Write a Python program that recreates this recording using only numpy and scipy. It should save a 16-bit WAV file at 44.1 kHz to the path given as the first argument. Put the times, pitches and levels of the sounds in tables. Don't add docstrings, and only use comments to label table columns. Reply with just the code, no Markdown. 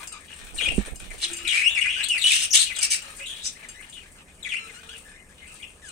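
import sys
import numpy as np
from scipy import signal
from scipy.fft import rfft, irfft, next_fast_len
from scipy.io import wavfile

SR = 44100
rng = np.random.default_rng(int(sys.argv[2]) if len(sys.argv) > 2 else 0)


def wav_record(signal):
    frames = np.transpose(np.atleast_2d(signal))
    bounded = np.clip(frames, -1, 1)
    quanta = np.round(bounded * 32767).astype(np.int16)
    wavfile.write(sys.argv[1], SR, quanta)


N = 260631
EDGE_HZ = 15850

# f/Hz, level/dB
AIR_COLOUR = [(12, -28), (25, 7.5), (45, -1.5), (75, 3.5), (105, -8.5), (180, -3), (300, -9.5), (520, -10),
              (800, -15.5), (1300, -18.5), (2200, -34), (4000, -35.5), (8800, -17), (10500, -29.5),
              (16000, -43)]
# f/Hz, correlation/0-1
AIR_LIKENESS = [(30, 0.86), (250, 0.88), (550, 0.68), (1500, 0.11), (8000, 1)]
# t/s, level/dB
BUSTLE_RIDE = [
    [(0.0, -39), (0.14, -62), (0.35, -53.5), (0.65, -44), (1.08, -51.5), (1.23, -46.5), (1.44, -44.5),
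     (1.98, -51), (2.15, -46)],
    [(3.05, -48), (3.28, -51), (4.07, -58), (4.3, -66), (4.58, -56.5), (5.05, -52.5), (5.17, -73.5),
     (5.56, -53), (5.91, -75.5)],
]
# f/Hz, level/dB
RUSTLE_COLOUR = [(900, -3), (2500, 10), (4500, -9.5), (8500, -3.5), (15000, 12)]
# t/s, length/s, start f/Hz, end f/Hz, level/dB, roughness/0-1
CHIRP_CUES = [ (0.0, .038, 1162, 1066, -42.5, 0.77), (0.116, 0.066, 1328, 1213, -43, 0.36),
              (0.28, 0.063, 3094, 2450, -43, 1), (0.575, 0.052, 3850, 3090, -35.5, 0.7),
              (0.583, 0.032, 3086, 2120, -26.5, 0), (0.609, 0.054, 3154, 3156, -24.5, 0.61),
              (0.653, 0.026, 2524, 2520, -23.5, 0.09), (0.684, 0.0055, 2800, 2870, -15, 0.25),
              (1.103, 0.019, 2466, 1930, -38, 0.6), (1.312, .12, 2584, 2714, -40.5, 0.6),
              (1.392, 0.091, 1274, 1460, -46, 0), (1.447, 0.04, 2854, 2158, -27.5, 0.43),
              (1.473, 0.055, 3610, 2693, -22, .6), (1.525, 0.084, 2252, 2644, -23, 0.22),
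              (1.61, 0.036, 2096, 2700, -22.5, 0.29), (1.638, 0.045, 2615, 2972, -16, 0.07),
              (1.674, 0.035, 3040, 3730, -29.5, 0), (1.71, 0.051, 3660, 3440, -32.5, 0),
              (1.747, 0.05, 2820, 2100, -20.5, 0.22), (1.81, 0.043, 3020, 2420, -21, 0.43),
              (1.853, 0.063, 2050, 3114, -23.5, 0.37), (1.92, 0.11, 3130, 2552, -28, 0.6),
              (1.96, 0.062, 1520, 1740, -36.5, 0.04), (2, 0.073, 2564, 3213, -30, 0.76),
              (2.029, 0.02, 3860, 4290, -28, 0.33), (2.095, 0.054, 3045, 2554, -20.5, 0.13),
              (2.153, 0.033, 2730, 1975, -27, 0.36), (2.177, 0.03, 4990, 3250, -34.5, 0.08),
              (2.212, 0.032, 3885, 3666, -24.5, 0.35), (2.239, 0.026, 3023, 3000, -14, 0.16),
              (2.264, 0.029, 3890, 3110, -20, 0.47), (2.304, 0.024, 2536, 2750, -18.5, 0.14),
              (2.317, 0.019, 3775, 3690, -23.5, 0), (2.505, 0.017, 5720, 6600, -28.5, 0.2),
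              (2.525, 0.013, 5520, 6100, -21, 0.37), (2.558, 0.024, 3736, 3803, -18.5, 0.17),
              (2.591, 0.031, 4300, 4190, -25, .22), (2.656, 0.074, 3230, 2003, -31, 0.35),
              (2.75, 0.06, 3830, 2690, -34.5, 0.53), (3.013, 0.13, 1390, 1264, -48, 0.37),
              (3.197, 0.067, 2320, 3020, -36, 0.37), (3.257, 0.082, 3710, 3125, -35, 0.42),
              (3.342, .16, 3210, 3680, -40.5, 0.82), (3.547, .024, 1790, 2140, -46.5, .1),
              (3.621, 0.035, 2590, 2100, -43, 0.56), (3.741, 0.069, 1792, 2180, -44, 0.26),
              (3.798, 0.051, 1910, 3030, -44.5, 0.88), (3.924, .073, 3534, 2694, -41, 0.59),
              (3.993, 0.046, 3185, 2030, -48, 0.27), (4.426, .027, 3830, 3320, -36, 0.05),
              (4.448, 0.033, 2505, 1954, -30.5, 0.33), (4.486, .043, 3580, 2664, -33, 0.44),
              (4.513, 0.033, 2820, 2114, -27, 0.34), (4.534, 0.044, 2140, 2997, -28, 0.21),
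              (4.588, .083, 1392, 1327, -45, 0.05), (4.671, 0.045, 2680, 1840, -44, 0.56),
              (4.736, 0.066, 1350, 1557, -45.5, 0.13), (4.883, 0.057, 1347, 1690, -45.5, 0.15),
              (4.889, 0.087, 3390, 2620, -41.5, 0.5), (5.05, 0.12, 1700, 1772, -50.5, 0.59),
              (5.155, 0.078, 2050, 2115, -53.5, .5), (5.415, 0.11, 2130, 2720, -46, 0.4),
              (5.596, 0.053, 2100, 2830, -43.5, 0.18), (5.622, 0.029, 3270, 2520, -36, 0.35),
              (5.818, 0.11, 1965, 1204, -46, .06)]
# f/Hz, level/dB
OVERTONES_BY_PITCH = [(1300, 2), (1800, -9), (2400, -26), (3000, -27.5), (4000, -12), (6000, -20)]
# f/Hz, level/dB
THROAT_LIFT = [(2500, -4), (4000, -3.5), (5000, -2), (6200, 0.5), (7800, -2), (9000, 2.5), (12000, 8.5)]
# t/s, level/dB
TICK_CUES = [(0.073, -22.5), (0.1235, -24.5), (0.958, -23), (1.188, -28), (1.3327, -22.5), (1.367, -21),
             (1.8083, -22), (2.0857, -13.5), (2.763, -12.5), (2.787, -15), (3.0206, -26.5), (3.184, -29.5),
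             (3.687, -22.5), (3.897, -31.5), (4.7462, -34.5)]
# f/Hz, level/dB, t60/s
MESH_MODES = [(2100, -20, 0.063), (2840, 8, 0.047), (4840, 0.5, 0.073), (4880, -5, 0.13), (6320, 3, 0.041),
              (7470, -0.5, 0.12), (8530, -2, 0.057), (8800, -22, 0.094), (11300, -1, 0.12)]
# f/Hz, level/dB
GUST_COLOUR = [(15, 2), (45, 5.5), (100, -14.5), (200, -13.5), (450, -20.5), (800, -23.5), (1500, -50),
               (4000, -70)]
# t/s, level/dB
PAT_CUES = [(0.628, -39), (0.681, -37), (0.721, -38), (0.883, -38), (1.147, -46.5)]
# f/Hz, level/dB, t60/s
CAMERA_MODES = [(48.6, -5.5, 0.13), (206, -3, 0.077), (250, -1, 0.033), (362, -5, 0.037)]
# t/s, length/s, f/Hz, level/dB
HUM_CUES = [(1.196, 0.33, 343, -51), (3.038, 0.22, 553, -58.5), (4.563, 0.47, 452, -62)]
# peak t/s, rise/s, fall/s, level/dB, main f/Hz, treble level/dB
RASP_CUES = [ (1.249, 0.041, 0.0073, -22, 3553, -41), (1.568, 0.093, 0.076, -26.5, 2346, -17),
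             (2.34, .1, 0.086, -21, 2845, -10), (2.434, 0.063, 0.032, -25.5, 3037, -4.5),
             (2.542, 0.01, 0.046, -14.5, 3087, -5), (2.608, 0.047, 0.064, -22.5, 3580, -8.5),
             (2.831, .02, 0.037, -21, 2636, 1.5), (2.918, 0.02, 0.052, -22, 2550, 1.5),
             (3.463, 0.03, 0.032, -31, 5840, -19), (5.89, 0.067, 0.024, -50, 3715, 2.5)]
# f/Hz, t60/s
AVIARY_DECAY = [(300, 0.078), (2500, 0.28), (8000, 0.15), (15000, 0.04)]
# f/Hz, level/dB
MIC_PRESENCE = [(1000, -1), (3500, -1), (4800, 1), (7000, 7.5), (8700, 16), (9500, 10), (10500, -3),
                (15000, -12.5)]


def gain_of(db):
    return 10 ** (np.asarray(db) / 20)


def unit_rms(x):
    return x / np.sqrt(np.mean(x ** 2) + 1e-20)


def curve(points, hz):
    f, value = np.transpose(points)
    return np.interp(np.log(hz + 1), np.log(f + 1), value)


def eq(x, gain):
    size = next_fast_len(x.shape[-1])
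    return irfft(rfft(x, size) * gain(np.fft.rfftfreq(size, 1 / SR)), size)[..., :x.shape[-1]]


def noise(shape, colour):
    return unit_rms(eq(rng.standard_normal(shape), colour))


def bell(f, hz, width):
    return 1 / (1 + (2 * (f - hz) / width) ** 2)


def place(mix, s, sound, pan_db=0):
    part = mix[:, max(round(s * SR), 0):][:, :len(sound)]
    part += unit_rms(gain_of([[pan_db / 2], [-pan_db / 2]])) * sound[:part.shape[1]]


def aviary(x, early_db, tail_db, early_t60=0.036, size=2 ** 14):
    t = np.arange(size) / SR
    echoes_per_s = np.array([[[900]], [[3000]]])
    signs = rng.choice([-1., 1.], (2, 2, size))
    early, late = signs * (rng.random((2, 2, size)) < echoes_per_s / SR)
    early = early * gain_of(-60 * t / early_t60) * (t > .001)
    hz, when, bands = signal.stft(late * (1 - np.exp(-t / .012)), SR, nperseg=256)
    late = signal.istft(bands * gain_of(-60 * when / curve(AVIARY_DECAY, hz)[:, None]), SR)[1][:, :size]
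    unit = lambda v: v / np.linalg.norm(v, axis=1, keepdims=True)
    response = (t == 0) + gain_of(early_db) * unit(early) + gain_of(tail_db) * unit(late)
    return signal.oaconvolve(x, unit(response), axes=1)[:, :N]


def microphone(f, ring_db=4):
    return gain_of(curve(MIC_PRESENCE, f) + ring_db * (bell(f, 8485, 100) + bell(f, 9010, 200)))


def outdoor_air(level_db=-53.5):
    left, other = noise((2, N), lambda f: gain_of(curve(AIR_COLOUR, f)))
    alike = lambda f: np.clip(curve(AIR_LIKENESS, f), 0, 1)
    right = eq(left, alike) + eq(other, lambda f: np.sqrt(1 - alike(f) ** 2))
    return gain_of(level_db) * np.array([left, right])


def rustle(trim_db=3, patchy_db=3, nibbles_per_s=70, nibble_s=0.0028, uneven_db=6, bands=14):
    ride = gain_of(trim_db + np.interp(np.arange(N) / SR, *np.vstack(BUSTLE_RIDE).T))
    colour = lambda f: gain_of(curve(RUSTLE_COLOUR, f))
    feathers = unit_rms(noise((2, N), colour) * gain_of(patchy_db * noise(N, lambda f: bell(f, 0, 80))))
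    nibbles, t = np.zeros((2, N)), np.arange(1024) / SR
    for hz in np.geomspace(2200, 11000, bands):
        bites = (rng.random(N) < nibbles_per_s / bands / SR) * gain_of(uneven_db * rng.uniform(.1, 1, N))
        grain = unit_rms(noise(len(t), lambda f: bell(f, hz, 1.01 * hz)) * np.exp(-t / nibble_s))
        place(nibbles, 0, colour(hz) * signal.oaconvolve(bites, grain)[:N], pan_db=rng.uniform(1, 6.7))
    nibbles = unit_rms(aviary(nibbles, early_db=1.5, tail_db=3))
    return ride * (feathers + nibbles) * gain_of([[1.5], [-1.5]])


def chirp(length, start_hz, end_hz, db, rough, sag=0.0199, flutter_hz=240, waver_hz=70,
          steady_db=-27.5, attack_s=0.0032, release_s=0.0035):
    t = np.arange(max(int(length * SR), 64)) / SR
    middle_hz = (start_hz + end_hz) / 2 * (1 - sag)
    glide = np.polyval(np.polyfit([0, .5, 1], [start_hz, middle_hz, end_hz], 2), t / t[-1])
    flutter_loop = noise((2, 2 ** 12), lambda f: bell(f, flutter_hz, 301))
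    flutter, pressure = flutter_loop[:, np.arange(len(t)) % 2 ** 12]
    steadiness = 1 + gain_of(db - steady_db)
    drift, sway = noise((2, 2 ** 14), lambda f: bell(f, waver_hz, waver_hz))[:, :len(t)] / steadiness
    dips = unit_rms(abs(flutter) - np.mean(abs(flutter)))
    pitch = glide * (1 + 0.019 * drift - 0.16 * rough * dips)
    phase = 2 * np.pi * np.cumsum(pitch) / SR
    tone = np.sin(phase)
    for k in range(2, 7):
        overtone_db = curve(OVERTONES_BY_PITCH, glide) - 7 * (k - 2) + curve(THROAT_LIFT, k * glide)
        tone += gain_of(overtone_db) * np.sin(k * phase) * (k * glide < EDGE_HZ)
    gate = np.clip(np.minimum(t / attack_s, (t[-1] - t) / release_s), 0, 1)
    accent = 1 + 0.46 * (end_hz < start_hz) * np.exp(-t / 0.0025)
    throb = np.exp(0.47 * np.sqrt(rough) * pressure)
    envelope = unit_rms(throb * gain_of(2 * sway) * accent * gate)
    return gain_of(db) * np.sqrt(2) * tone * envelope


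def chirping(far_db=-43, left_db=7.5, spread_db=4):
    near, far = np.zeros((2, 2, N))
    for s, length, start_hz, end_hz, db, rough in CHIRP_CUES:
        call = chirp(length, start_hz, end_hz, db, rough)
        distance = 1 / (1 + gain_of(2 * (db - far_db)))
        pan_db = left_db + spread_db * rng.uniform(-1.1, 1)
        place(near, s, call * (1 - distance), pan_db)
        place(far, s, call * np.sqrt(distance), pan_db)
    return near, far


def chatter(count=150, level_db=-58, roughness=0.647, bend=0.352, uneven_db=10):
    out = np.zeros((2, N))
    for k, (when, length, pitch, slope, loud, rough, side) in enumerate(rng.random((count, 7))):
        ends_hz = (1300 + 1900 * pitch) * (1 + bend * (np.array([slope, 1 - slope]) - .5))
        db = level_db + uneven_db * (loud - .5)
        call = chirp(0.034 + 0.054 * length, *ends_hz, db, roughness * (.5 + rough))
        place(out, (k + when) / count * N / SR, call, pan_db=10 * side - 2)
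    return out


def mesh_ticks(ring_db=-19, snap_s=0.0005):
    out, t = np.zeros((2, N)), np.arange(2 ** 13) / SR
    for s, db in TICK_CUES:
        snap = noise(len(t), lambda f: f / (f + 7000)) * np.exp(-t / snap_s)
        ring = sum(gain_of(mode_db - 60 * t / t60) * np.sin(2 * np.pi * hz * rng.uniform(.97, 1.03) * t)
                   for hz, mode_db, t60 in MESH_MODES)
        tick = snap + gain_of(ring_db) * ring
        place(out, s, gain_of(db) * tick / abs(tick).max(), pan_db=4.5)
    return out


def gust(peak_s=0.69, level_db=-28, left_db=-13, lumpy_db=5, rise_db_per_s=66, fall_db_per_s=40):
    t = np.arange(N) / SR - peak_s
    draught = gain_of(-10.5 - 13 * abs(t))
    tail = gain_of(-fall_db_per_s * abs(t)) + draught
    swell = np.where(t < 0, gain_of(rise_db_per_s * np.minimum(t, 0)), tail)
    puffs = unit_rms(gain_of(lumpy_db * noise(N, lambda f: bell(f, 0, 36))))
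    wind = noise((2, N), lambda f: gain_of(curve(GUST_COLOUR, f)))
    return wind * puffs * swell * gain_of(level_db + np.array([[left_db], [0]]))


def pats(hz=420, width_hz=380, swell_s=.012):
    out, t = np.zeros((2, N)), np.arange(-2 ** 11, 2 ** 11) / SR
    for s, db in PAT_CUES:
        push = noise(len(t), lambda f: bell(f, hz, width_hz) * f / (f + hz))
        place(out, s + t[0], gain_of(db) * push * np.exp(-2 * (t / swell_s) ** 2), pan_db=-9)
    return out


def camera_bump(at_s=0.781, level_db=-7.5, contact_s=0.0015):
    out, t = np.zeros((2, N)), np.arange(2 ** 13) / SR
    ring = sum(gain_of(db - 60 * t / t60) * np.sin(2 * np.pi * hz * t) for hz, db, t60 in CAMERA_MODES)
    place(out, at_s, gain_of(level_db) * ring * (1 - np.exp(-t / contact_s)), pan_db=-15)
    return out


def far_hums(waver=0.56):
    out = np.zeros((2, N))
    for s, length, hz, db in HUM_CUES:
        t = np.arange(int(length * SR)) / SR
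        sway = np.exp(waver * noise(SR, lambda f: bell(f, 2.1, 27))[:len(t)])
        hum = np.sin(2 * np.pi * hz * t) * signal.windows.tukey(len(t), .4) * sway
        place(out, s, gain_of(db) * unit_rms(hum))
    return out


def scolding(rattle_hz=170, rattle=0.47, wander=.12, voiced_db=3, size=2 ** 14):
    out = np.zeros((2, N))
    upper = lambda f: bell(f, 4100, 3300) + 0.2 * bell(f, 7870, 5000) + 1.13 * bell(f, 13200, 3700)
    for s, rise, fall, db, hz, treble_db in RASP_CUES:
        t = np.arange(size) / SR - 2 * rise
        treble = gain_of(treble_db)
        throat = lambda f: (bell(f, hz, 3700) + treble * upper(f)) / (1 + (1500 / (f + 1)) ** 6)
        pitch = hz * np.exp(wander * noise(size, lambda f: bell(f, 111.5, 545)))
        phase = 2 * np.pi * np.cumsum(pitch) / SR
        voice = np.sin(phase) + treble * (0.85 * np.sin(2 * phase) + 0.32 * np.sin(3 * phase))
        bursts = np.exp(rattle * noise(size, lambda f: bell(f, rattle_hz, 250)))
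        swell = np.exp(-2 * (t / np.where(t < 0, rise, fall)) ** 2)
        rasp = unit_rms((noise(size, throat) + gain_of(voiced_db) * unit_rms(voice)) * bursts)
        place(out, s - 2 * rise, gain_of(db) * rasp * swell, pan_db=4)
    return out


def scene():
    near, far = chirping()
    flock = aviary(near, early_db=3.0, tail_db=-4.5)
    flock += aviary(scolding(), early_db=5.0, tail_db=-4.5)
    flock += aviary(mesh_ticks(), early_db=5.5, tail_db=-1)
    flock += aviary(far + chatter(), early_db=12, tail_db=-4.5) + rustle()
    return eq(flock, microphone) + gust() + pats() + camera_bump() + outdoor_air() + far_hums()


def record(dry):
    ceiling = .82
    rounded = dry / (1 + (dry / ceiling) ** 6) ** (1 / 6)
    low_pass = signal.firwin(511, EDGE_HZ, window=("kaiser", 9), fs=SR)
    return signal.oaconvolve(rounded, low_pass[None], "same")


dry = scene()
out = record(dry)
wav_record(out)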